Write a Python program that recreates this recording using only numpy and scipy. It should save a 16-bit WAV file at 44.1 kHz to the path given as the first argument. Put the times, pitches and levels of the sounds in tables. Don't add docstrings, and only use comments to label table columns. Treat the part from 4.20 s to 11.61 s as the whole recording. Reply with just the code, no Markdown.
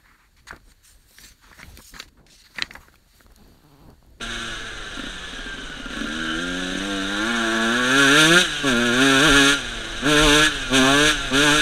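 import sys
import numpy as np
from scipy import signal
from scipy.fft import rfft, irfft, next_fast_len
from scipy.io import wavfile
from scipy.ndimage import uniform_filter1d

SR = 44100
rng = np.random.default_rng(int(sys.argv[2]) if len(sys.argv) > 2 else 0)


def put_to_file(sound):
    columns = np.atleast_2d(sound).T
    safe = np.clip(columns, -1, 1)
    whole_steps = np.round(safe * 32767)
    wavfile.write(sys.argv[1], SR, whole_steps.astype(np.int16))


N = 326781
TIME = np.arange(N) / SR
PADDED = next_fast_len(N + SR // 2, real=True)
FREQ = np.maximum(np.fft.rfftfreq(PADDED, 1 / SR), 1)

# time_s, crank_hz
COAST_REVS = [(0, 114.7), (.17, 117.3), (.36, 110.4), (.46, 113.2), (.72, 100.1), (1.2, 85.4), (1.7, 73.66),
              (1.88, 73.3)]
# time_s, crank_hz
REVS = [(1.96, 80.3), (2.14, 79.55), (2.22, 87.5), (2.28, 88.8), (2.58, 93.6), (2.67, 100.8), (2.81, 95.5),
        (2.98, 103.3), (3.1, 118.2), (3.29, 111.3), (3.48, 114.1), (3.6, 126.2), (3.64, 122.7),
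        (3.8, 141.8), (3.87, 134.1), (3.99, 154.9), (4.04, 155.1), (4.21, 184.2), (4.28, 154.5),
        (4.34, 148.0), (4.45, 142.5), (4.48, 135.8), (4.54, 116.7), (4.66, 121.5), (4.71, 117.2),
        (4.84, 137.8), (4.99, 133.2), (5.06, 163.4), (5.07, 162.3), (5.1, 139.8), (5.12, 135.7),
        (5.16, 143), (5.22, 136.6), (5.33, 142.9), (5.36, 140.0), (5.42, 121.9), (5.63, 110.4),
        (5.81, 115.1), (5.89, 152.7), (5.97, 147.6), (6.03, 157.1), (6.1, 142.9), (6.15, 150), (6.25, 154),
        (6.41, 133.1), (6.51, 125.2), (6.56, 136.5), (6.6, 128), (6.85, 151.8), (6.91, 152.7),
        (6.98, 139.9), (7.07, 136.2), (7.1, 127.6), (7.12, 129.2), (7.24, 151), (7.3, 143.4), (7.35, 152.5),
        (7.41, 149.6)]
HUNT, HUNT_RATE_HZ = 0.004025, 22

# opens_s, shuts_s, attack_s, exhaust_note_db, chamber_ring_db, rasp_db
PULLS = [(-.3, 0.337, .02, -26.5, -22.5, -22.5), (1.676, 4.215, 0.19, -17, -16, -20),
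         (4.432, 5.335, .015, -15, -17.5, -19.5), (5.816, 6.267, 0.057, -15.5, -17.5, -20),
         (6.5, 6.911, .02, -15.5, -19.5, -20), (7.106, 7.428, 0.0202, -17.5, -19.5, -19)]
# time_s, opening (0-1)
GRIP = [(.3, 0.15), (1.72, 0), (1.95, .16), (2.62, 0.38), (3.15, 0.33), (3.46, 0.56), (3.65, 0.57),
        (3.81, 1), (4.42, 0.94), (4.54, 0.56), (4.76, 0.61), (4.82, 0.9)]
NOTE_CLOSE_S, NOTE_CLOSED_SHARE, NOTE_RELEASE_S, SURGE_DB, SURGE_S = 0.095, 0.46, .02, 2, 0.16
HEAT_LAG_S, HEAT_RISE_S, HEAT_RELEASE_S = 0.021, 0.028, 0.013
MUTTER_DB, MUTTER_S = -24, 0.6
CRUISE_HZ = 140
COAST_NOTE_DB, COAST_RING_DB, COAST_RASP_DB = -50, -30.5, -30.5
COAST_NOTE_SLOPE_DB, COAST_RING_SLOPE_DB, COAST_RASP_SLOPE_DB = 9, 15, 13
RING_SLOPE_DB, RASP_SLOPE_DB = 10.5, 8
NOTE_RANGE_DB, RING_RANGE_DB, RASP_RANGE_DB = 14.5, 8.5, 9
# middle_s, half_length_s, loss_db
RING_DIPS = [(2.1, .12, -1.5), (2.6, 0.3, 6), (5.165, .025, -4.5), (4.09, .022, 11), (4.215, 0.027, 6),
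             (5.9, .04, 6), (6.055, 0.03, 11)]
# middle_s, half_length_s, change_db
RASP_FLARES = [(.55, 0.19, -4), (4.01, .04, 3), (4.5, 0.031, 1.5), (5.22, .13, 3), (5.865, 0.031, -5),
               (5.05, 0.025, 0), (6.14, .12, 3), (6.56, .03, 4.5), (6.89, 0.034, 3)]
# middle_s, half_length_s, extra_firing_spread_db
STUMBLES = [(1.8, 0.099, 4.5), (2.55, 0.047, 5.5)]
COAST_SPREAD_DB, POWER_SPREAD_DB = 1.7, .6

# frequency_hz, relative_level_db
LIGHT_PIPE = [(60, -46), (100, -29.5), (160, 9.5), (205, 14.5), (320, 21.5), (400, -3.5), (440, -9),
              (495, 13.5), (600, -3), (690, 2), (940, -32), (1150, -25), (1400, -26), (2500, -54)]
FULL_PIPE = [(60, -16), (125, -6.5), (175, -2.5), (280, 12.5), (380, -1.5), (450, 4), (520, -5.5),
             (620, -2), (750, -16), (1130, -18.5), (2500, -41)]
# frequency_hz, relative_level_db
AIRBOX = [(400, -20), (620, -7), (690, 8.5), (750, -19.5), (800, 6), (900, 4), (970, -3), (1060, 7.5),
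          (1150, 9), (1260, 0), (1700, -32)]
HONK_DB, HONK_FROM_HZ, HONK_FADE_DB_PER_HZ = -15, 100, 2
# middle_s, half_length_s, rise_db
HONKS = [(3.25, 0.44, 8), (5.1, 0.3, 2.5), (6.08, 0.094, 9), (6.7, 0.097, 10.5), (7.29, 0.051, 10.5)]
# frequency_hz, relative_level_db
PUMPING = [(50, -40.5), (90, 1), (120, 8), (145, 5), (190, 3.5), (240, -3), (340, -10), (430, 6),
           (600, -19), (680, 1.5), (850, -20.5), (1200, 4), (2000, -38)]
# frequency_hz, width_hz, relative_level_db
CHAMBER = [(1102.6, 19.6, 1.5), (1405, 94, 8.5), (1538, 69, 8.5), (1604, 45, 11), (1700, 44, 8),
           (1768, 50, 4)]
# frequency_hz, width_hz, level_above_rasp_db
FINS = [(2527, 27, 4), (2963, 57, 6), (3237, 42, 5), (3596, 24, 5.5), (3724, 21, 4), (3863, 88, 6),
        (4670, 12, 10), (4805, 52, 6), (5480, 114, 10), (5826, 33, 11), (6060, 50, 7), (6230, 39, 7.5),
        (7680, 74, 4.5), (8220, 86, 9), (8880, 20, 10), (9800, 80, 2.5)]
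# frequency_hz, relative_level_db
BARK = [(1500, -21), (2000, -13), (2300, 0), (2550, 1.5), (2720, -3.5), (3000, -3.5), (3600, 3),
        (3950, -6.5), (4250, -9), (4750, -13.5), (5150, -41), (7000, -31)]
CLATTER = [(1500, -13.5), (2000, -7.5), (2500, -5.5), (3000, 0.5), (3300, 0), (3700, 1), (3950, -2),
           (4250, -6.5), (4550, -25), (4780, -14.5), (5200, -18), (7000, -50.5)]
SIZZLE = [(3500, -37), (5200, -15.5), (5750, -3), (6200, 0.5), (6550, 4), (6850, -5), (7450, -1),
          (7950, -6), (9300, -6), (10300, -16), (10800, -21), (11200, -36), (15000, -49)]
EDGE = [(6000, -35), (9000, 13.5), (11000, 5.5), (13000, -3), (15000, -8)]
# time_s, drive_level_db
GEARS = [(0, -44), (1.6, -46), (1.8, -51.5), (2.1, -34), (2.25, -43.5), (2.6, -43), (2.95, -35),
         (3.15, -34), (3.35, -42), (7.41, -44)]
TEETH = 19
# time_s, strength_db
POPS = [(.772, -24.5), (.794, -20.5), (.837, -23), (0.868, -24), (1.13, -30), (1.189, -25.5),
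        (1.262, -27.5), (1.341, -32), (1.381, -28), (1.431, -29), (1.499, -27), (1.539, -37), (1.569, -31),
        (1.599, -26.5), (1.658, -23.5), (1.704, -24), (1.732, -23), (1.77, -21), (1.811, -18), (1.842, -19),
        (1.867, -22)]
# frequency_hz, relative_level_db
THUMP = [(80, -23), (170, -18), (235, 1), (275, 7.5), (330, -9.5), (420, -18), (560, -9.5), (900, -48),
         (1150, -19), (2000, -28), (3200, -16.5), (6000, -45)]

# time_s, level_db
WIND = [(0, -37.5), (2.6, -38.5), (3.5, -43), (4.8, -39), (5.9, -34), (7.41, -30.5)]
# middle_s, half_length_s, rise_db
GUSTS = [(4.55, .045, 9), (5.135, .045, 17), (6.06, 0.075, 13.5), (6.25, .035, 4)]
# frequency_hz, relative_level_db
BUFFET = [(10, -3), (22, 0), (40, 2), (50, -7.5), (65, -17), (100, -17.5), (200, -26), (600, -65)]
# frequency_hz, relative_level_db
ROLLING = [(30, -9), (100, -11.5), (270, -3.5), (500, -5), (900, -10.5), (2000, -10.5), (5000, -21.5),
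           (15000, -58)]
CUTOFF_HZ = 15300


def engine():
    crank_hz = in_time([*COAST_REVS, *REVS])[0] * (1 + HUNT * waver(HUNT_RATE_HZ))
    note_db, ring_db, rasp_db = load(crank_hz)
    throttle = np.clip((note_db + 28.0) / 8, 0, 1)
    spread_db = np.interp(note_db, [-36, -29], [COAST_SPREAD_DB, POWER_SPREAD_DB]) + swells(STUMBLES)
    turns = np.cumsum(crank_hz) / SR
    fired = np.interp(np.arange(1, int(turns[-1])), turns, TIME)
    chance = np.clip(rng.standard_normal(len(fired)), -2, 1)
    strength = from_db(np.interp(fired, TIME, spread_db) * chance)
    gas = exhaust(fired, strength, throttle) + intake(fired, strength, crank_hz)
    note = from_db(note_db) * gas
    shake = strength ** .35
    shell = chamber_shell(low_hz=974, high_hz=2180)
    ring = from_db(ring_db) * chamber_ring(fired, shake, note_db, shell)
    evenness = throttle * np.clip(1.3 - .55 * spread_db, 0, 1)
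    metal = rasp(fired, shake, evenness, rasp_db)
    return note + pumping(fired, crank_hz) + ring + metal + gears(turns) + pops(shell)


def load(crank_hz):
    octaves = np.log2(crank_hz / CRUISE_HZ)
    opening = np.clip(in_time(GRIP)[0], 0, 1)
    note = from_db(COAST_NOTE_DB + COAST_NOTE_SLOPE_DB * octaves)
    ring = from_db(COAST_RING_DB + COAST_RING_SLOPE_DB * octaves)
    rasp = from_db(COAST_RASP_DB + COAST_RASP_SLOPE_DB * octaves)
    note_drive = from_db(-NOTE_RANGE_DB * (1 - opening))
    ring_drive = from_db(RING_SLOPE_DB * octaves - RING_RANGE_DB * (1 - opening))
    rasp_drive = from_db(RASP_SLOPE_DB * octaves - RASP_RANGE_DB * (1 - opening ** 2))
    for opens, shuts, attack_s, note_db, ring_db, rasp_db in PULLS:
        rolling_shut = np.interp(TIME, [shuts - NOTE_CLOSE_S, shuts], [1, NOTE_CLOSED_SHARE])
        surge = from_db(SURGE_DB * opening * gate(opens, attack_s, opens, SURGE_S))
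        burning = gate(opens, attack_s, shuts, NOTE_RELEASE_S) * rolling_shut * surge
        mutter = from_db(MUTTER_DB) * gate(shuts, NOTE_RELEASE_S, shuts, MUTTER_S)
        hot = gate(opens + HEAT_LAG_S, HEAT_RISE_S, shuts, HEAT_RELEASE_S)
        note = note + (burning + mutter) * (from_db(note_db) * note_drive - note)
        ring = ring + hot * (from_db(ring_db) * ring_drive - ring)
        rasp = rasp + hot * (from_db(rasp_db) * rasp_drive - rasp)
    ring_level_db = 20 * np.log10(ring) - swells(RING_DIPS)
    rasp_level_db = 20 * np.log10(rasp) + swells(RASP_FLARES)
    return 20 * np.log10(note), ring_level_db, rasp_level_db


def exhaust(fired, strength, throttle):
    puffs = blows(fired, strength, scatter_db=.2, jitter_s=.000012, noise_db=-26, decay_s=.004)
    light = through(puffs, body(LIGHT_PIPE))
    full = through(puffs, body(FULL_PIPE))
    return steady((1 - throttle) * light + throttle * full)


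def intake(fired, strength, crank_hz):
    gulps = blows(fired + 0.001, strength, scatter_db=0.7, jitter_s=.00002, noise_db=-13, decay_s=0.0028)
    fade_db = HONK_FADE_DB_PER_HZ * np.maximum(HONK_FROM_HZ - crank_hz, 0)
    honk_db = HONK_DB + swells(HONKS) - fade_db
    return from_db(honk_db) * steady(through(gulps, body(AIRBOX)))


def pumping(fired, crank_hz):
    strokes = clicks(fired + 0.00035, np.ones(len(fired)))
    return from_db(-41) * (crank_hz / 120) ** 1.6 * steady(through(strokes, body(PUMPING)))


def chamber_shell(low_hz, high_hz):
    modes = 0
    for k, (hz, width, db) in enumerate(CHAMBER):
        modes = modes + (-1) ** k * resonance(hz, width) * from_db(db)
    return modes / (1 + 1j * (FREQ - low_hz * high_hz / FREQ) / (high_hz - low_hz))


def chamber_ring(fired, shake, note_db, shell):
    noise_db = np.interp(note_db, [-36, -20], [-1, -9])
    knocks = blows(fired, shake, scatter_db=1.1, jitter_s=.000014, noise_db=noise_db, decay_s=.007)
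    return steady(wandering_echo(through(knocks, shell), echo_db=-7, drift_s=0.00027))


def rasp(fired, strength, evenness, rasp_db):
    metal = 1 + sum((from_db(db) - 1) * resonance(hz, width) for hz, width, db in FINS)
    share = .2 + .58 * evenness
    shocks = blows(fired + .003, strength, scatter_db=1.2, jitter_s=.000006, noise_db=-15, decay_s=.004)
    slaps = clicks(fired + 0.0011, strength * from_db(2.2 * rng.standard_normal(len(fired))))
    bark = steady(through(shocks, body(BARK) * metal * smear(decay_s=0.0049)))
    clatter = steady(through(gush(slaps, decay_s=0.028), body(CLATTER) * metal))
    spray = np.sqrt(.7 * share) * shocks + np.sqrt(1 - .7 * share) * gush(slaps, decay_s=.014)
    sizzle = steady(through(spray, body(SIZZLE) * metal * smear(decay_s=0.011)))
    sizzle = from_db(-8.5 + 1.1 * waver(28)) * sizzle
    jets = gush(clicks(fired + 0.002, np.ones(len(fired))), decay_s=0.012)
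    edge_db = -19 + 0.4 * (rasp_db + 25.5)
    edge = from_db(edge_db) * steady(through(jets, body(EDGE)))
    mix = np.sqrt(share) * bark + np.sqrt(1 - share) * clatter + sizzle + edge
    return from_db(rasp_db + .5 * waver(21)) * mix


def smear(decay_s, size=1024):
    response = rfft(rng.standard_normal(size) * np.exp(-TIME[:size] / decay_s), PADDED)
    return response / np.sqrt(uniform_filter1d(np.abs(response) ** 2, size=240))


def gears(turns):
    mesh = 2 * np.pi * TEETH * turns
    whine = np.sin(mesh) * (1 + .8 * np.cos(4 * np.pi * turns) + .6 * waver(40))
    rattle = waver(150) * np.sin(2 * mesh)
    case = body([(1300, 0.5), (1650, 2.5), (1950, -13.0), (2500, -2),
                 (3000, 6.0), (3900, 1.0), (4500, -17), (6000, -10)])
    (gears_db,) = in_time(GEARS)
    return from_db(gears_db) * through(from_db(5.0) * whine + from_db(-1.5) * rattle, case)


def pops(shell):
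    s, db = np.transpose(POPS)
    bangs = clicks(s, from_db(db))
    thump, ping = [through(bangs, response / np.abs(irfft(response)).max())
                   for response in (body(THUMP), shell)]
    return from_db(3.5) * thump + from_db(-4.5) * ping


def wandering_echo(x, echo_db, drift_s):
    delay_s = .0052 + drift_s * waver(5.74)
    return x + from_db(echo_db) * np.interp(TIME - delay_s, TIME, x)


def riding():
    wind_db = in_time(WIND)[0] + swells(GUSTS)
    wind = steady(through(rng.standard_normal(N), body(BUFFET)), size=8000)
    rolling = through(rng.standard_normal(N), body(ROLLING))
    rolling_db = -43.0 + 0.68 * TIME
    return from_db(wind_db) * wind + from_db(rolling_db) * rolling / rolling.std()


def blows(fired, strength, scatter_db, jitter_s, noise_db, decay_s):
    chance = rng.standard_normal((len(fired), 2))
    sizes = strength * from_db(scatter_db * chance[:, 1])
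    shocks = clicks(fired + jitter_s * chance[:, 0], sizes)
    return steady(shocks) + from_db(noise_db) * gush(shocks, decay_s)


def gush(pulses, decay_s):
    flare = signal.lfilter([1], [1, -np.exp(-1 / (decay_s * SR))], pulses + 1e-18)
    return steady(flare * rng.standard_normal(N))


def clicks(seconds, sizes):
    at = np.clip(seconds * SR, 0, N - 2)
    whole = at.astype(int)
    early = np.bincount(whole, sizes * (1 - at + whole), N)
    late = np.bincount(whole + 1, sizes * (at - whole), N)
    return early + late


def resonance(hz, width):
    return 1 / (1 + 1j * hz / width * (FREQ / hz - hz / FREQ))


def body(points, size=32768):
    hz, db = np.transpose(points)
    grid = np.maximum(np.fft.rfftfreq(size, 1 / SR), 1)
    cepstrum = irfft(np.log(from_db(np.interp(np.log(grid), np.log(hz), db))))
    cepstrum[1:size // 2] *= 2
    cepstrum[size // 2 + 1:] = 0
    return np.interp(FREQ, grid, np.exp(rfft(cepstrum)))


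def through(x, response):
    return irfft(rfft(x, PADDED) * response, PADDED)[:N]


def steady(x, size=2200):
    power = uniform_filter1d(uniform_filter1d(x * x, size), size // 2)
    return x / np.sqrt(np.maximum(power, 1e-6 * np.mean(x * x)))


def waver(rate_hz, size=32768):
    hz = np.fft.rfftfreq(size, TIME[-1] / size)
    slow = irfft(rfft(rng.standard_normal(size)) / (1 + (hz / rate_hz) ** 4))
    return np.interp(TIME, np.linspace(0, TIME[-1], size), slow / slow.std())


def swells(rows):
    s = TIME[::32]
    bells = sum(height * np.exp(-((s - middle) / half_s) ** 2) for middle, half_s, height in rows)
    return np.interp(TIME, s, bells)


def gate(start_s, attack_s, stop_s, release_s):
    attack = np.clip((TIME - start_s) / attack_s, 0, 1)
    return attack * np.exp(-np.clip((TIME - stop_s) / release_s, 0, 20))


def in_time(rows):
    s, *columns = np.transpose(rows)
    return [np.interp(TIME, s, c) for c in columns]


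def from_db(db):
    return 10 ** (np.asarray(db) / 20)


def scene():
    bike = wandering_echo(engine(), echo_db=-9.0, drift_s=0.000327)
    return np.tile(bike + riding(), (2, 1))


def record(dry):
    rounded = 1.399 * np.tanh(dry / 1.61)
    low_pass = signal.ellip(14, .1, 80, CUTOFF_HZ, fs=SR, output="sos")
    return signal.sosfilt(low_pass, rounded)


dry = scene()
out = record(dry)
put_to_file(out)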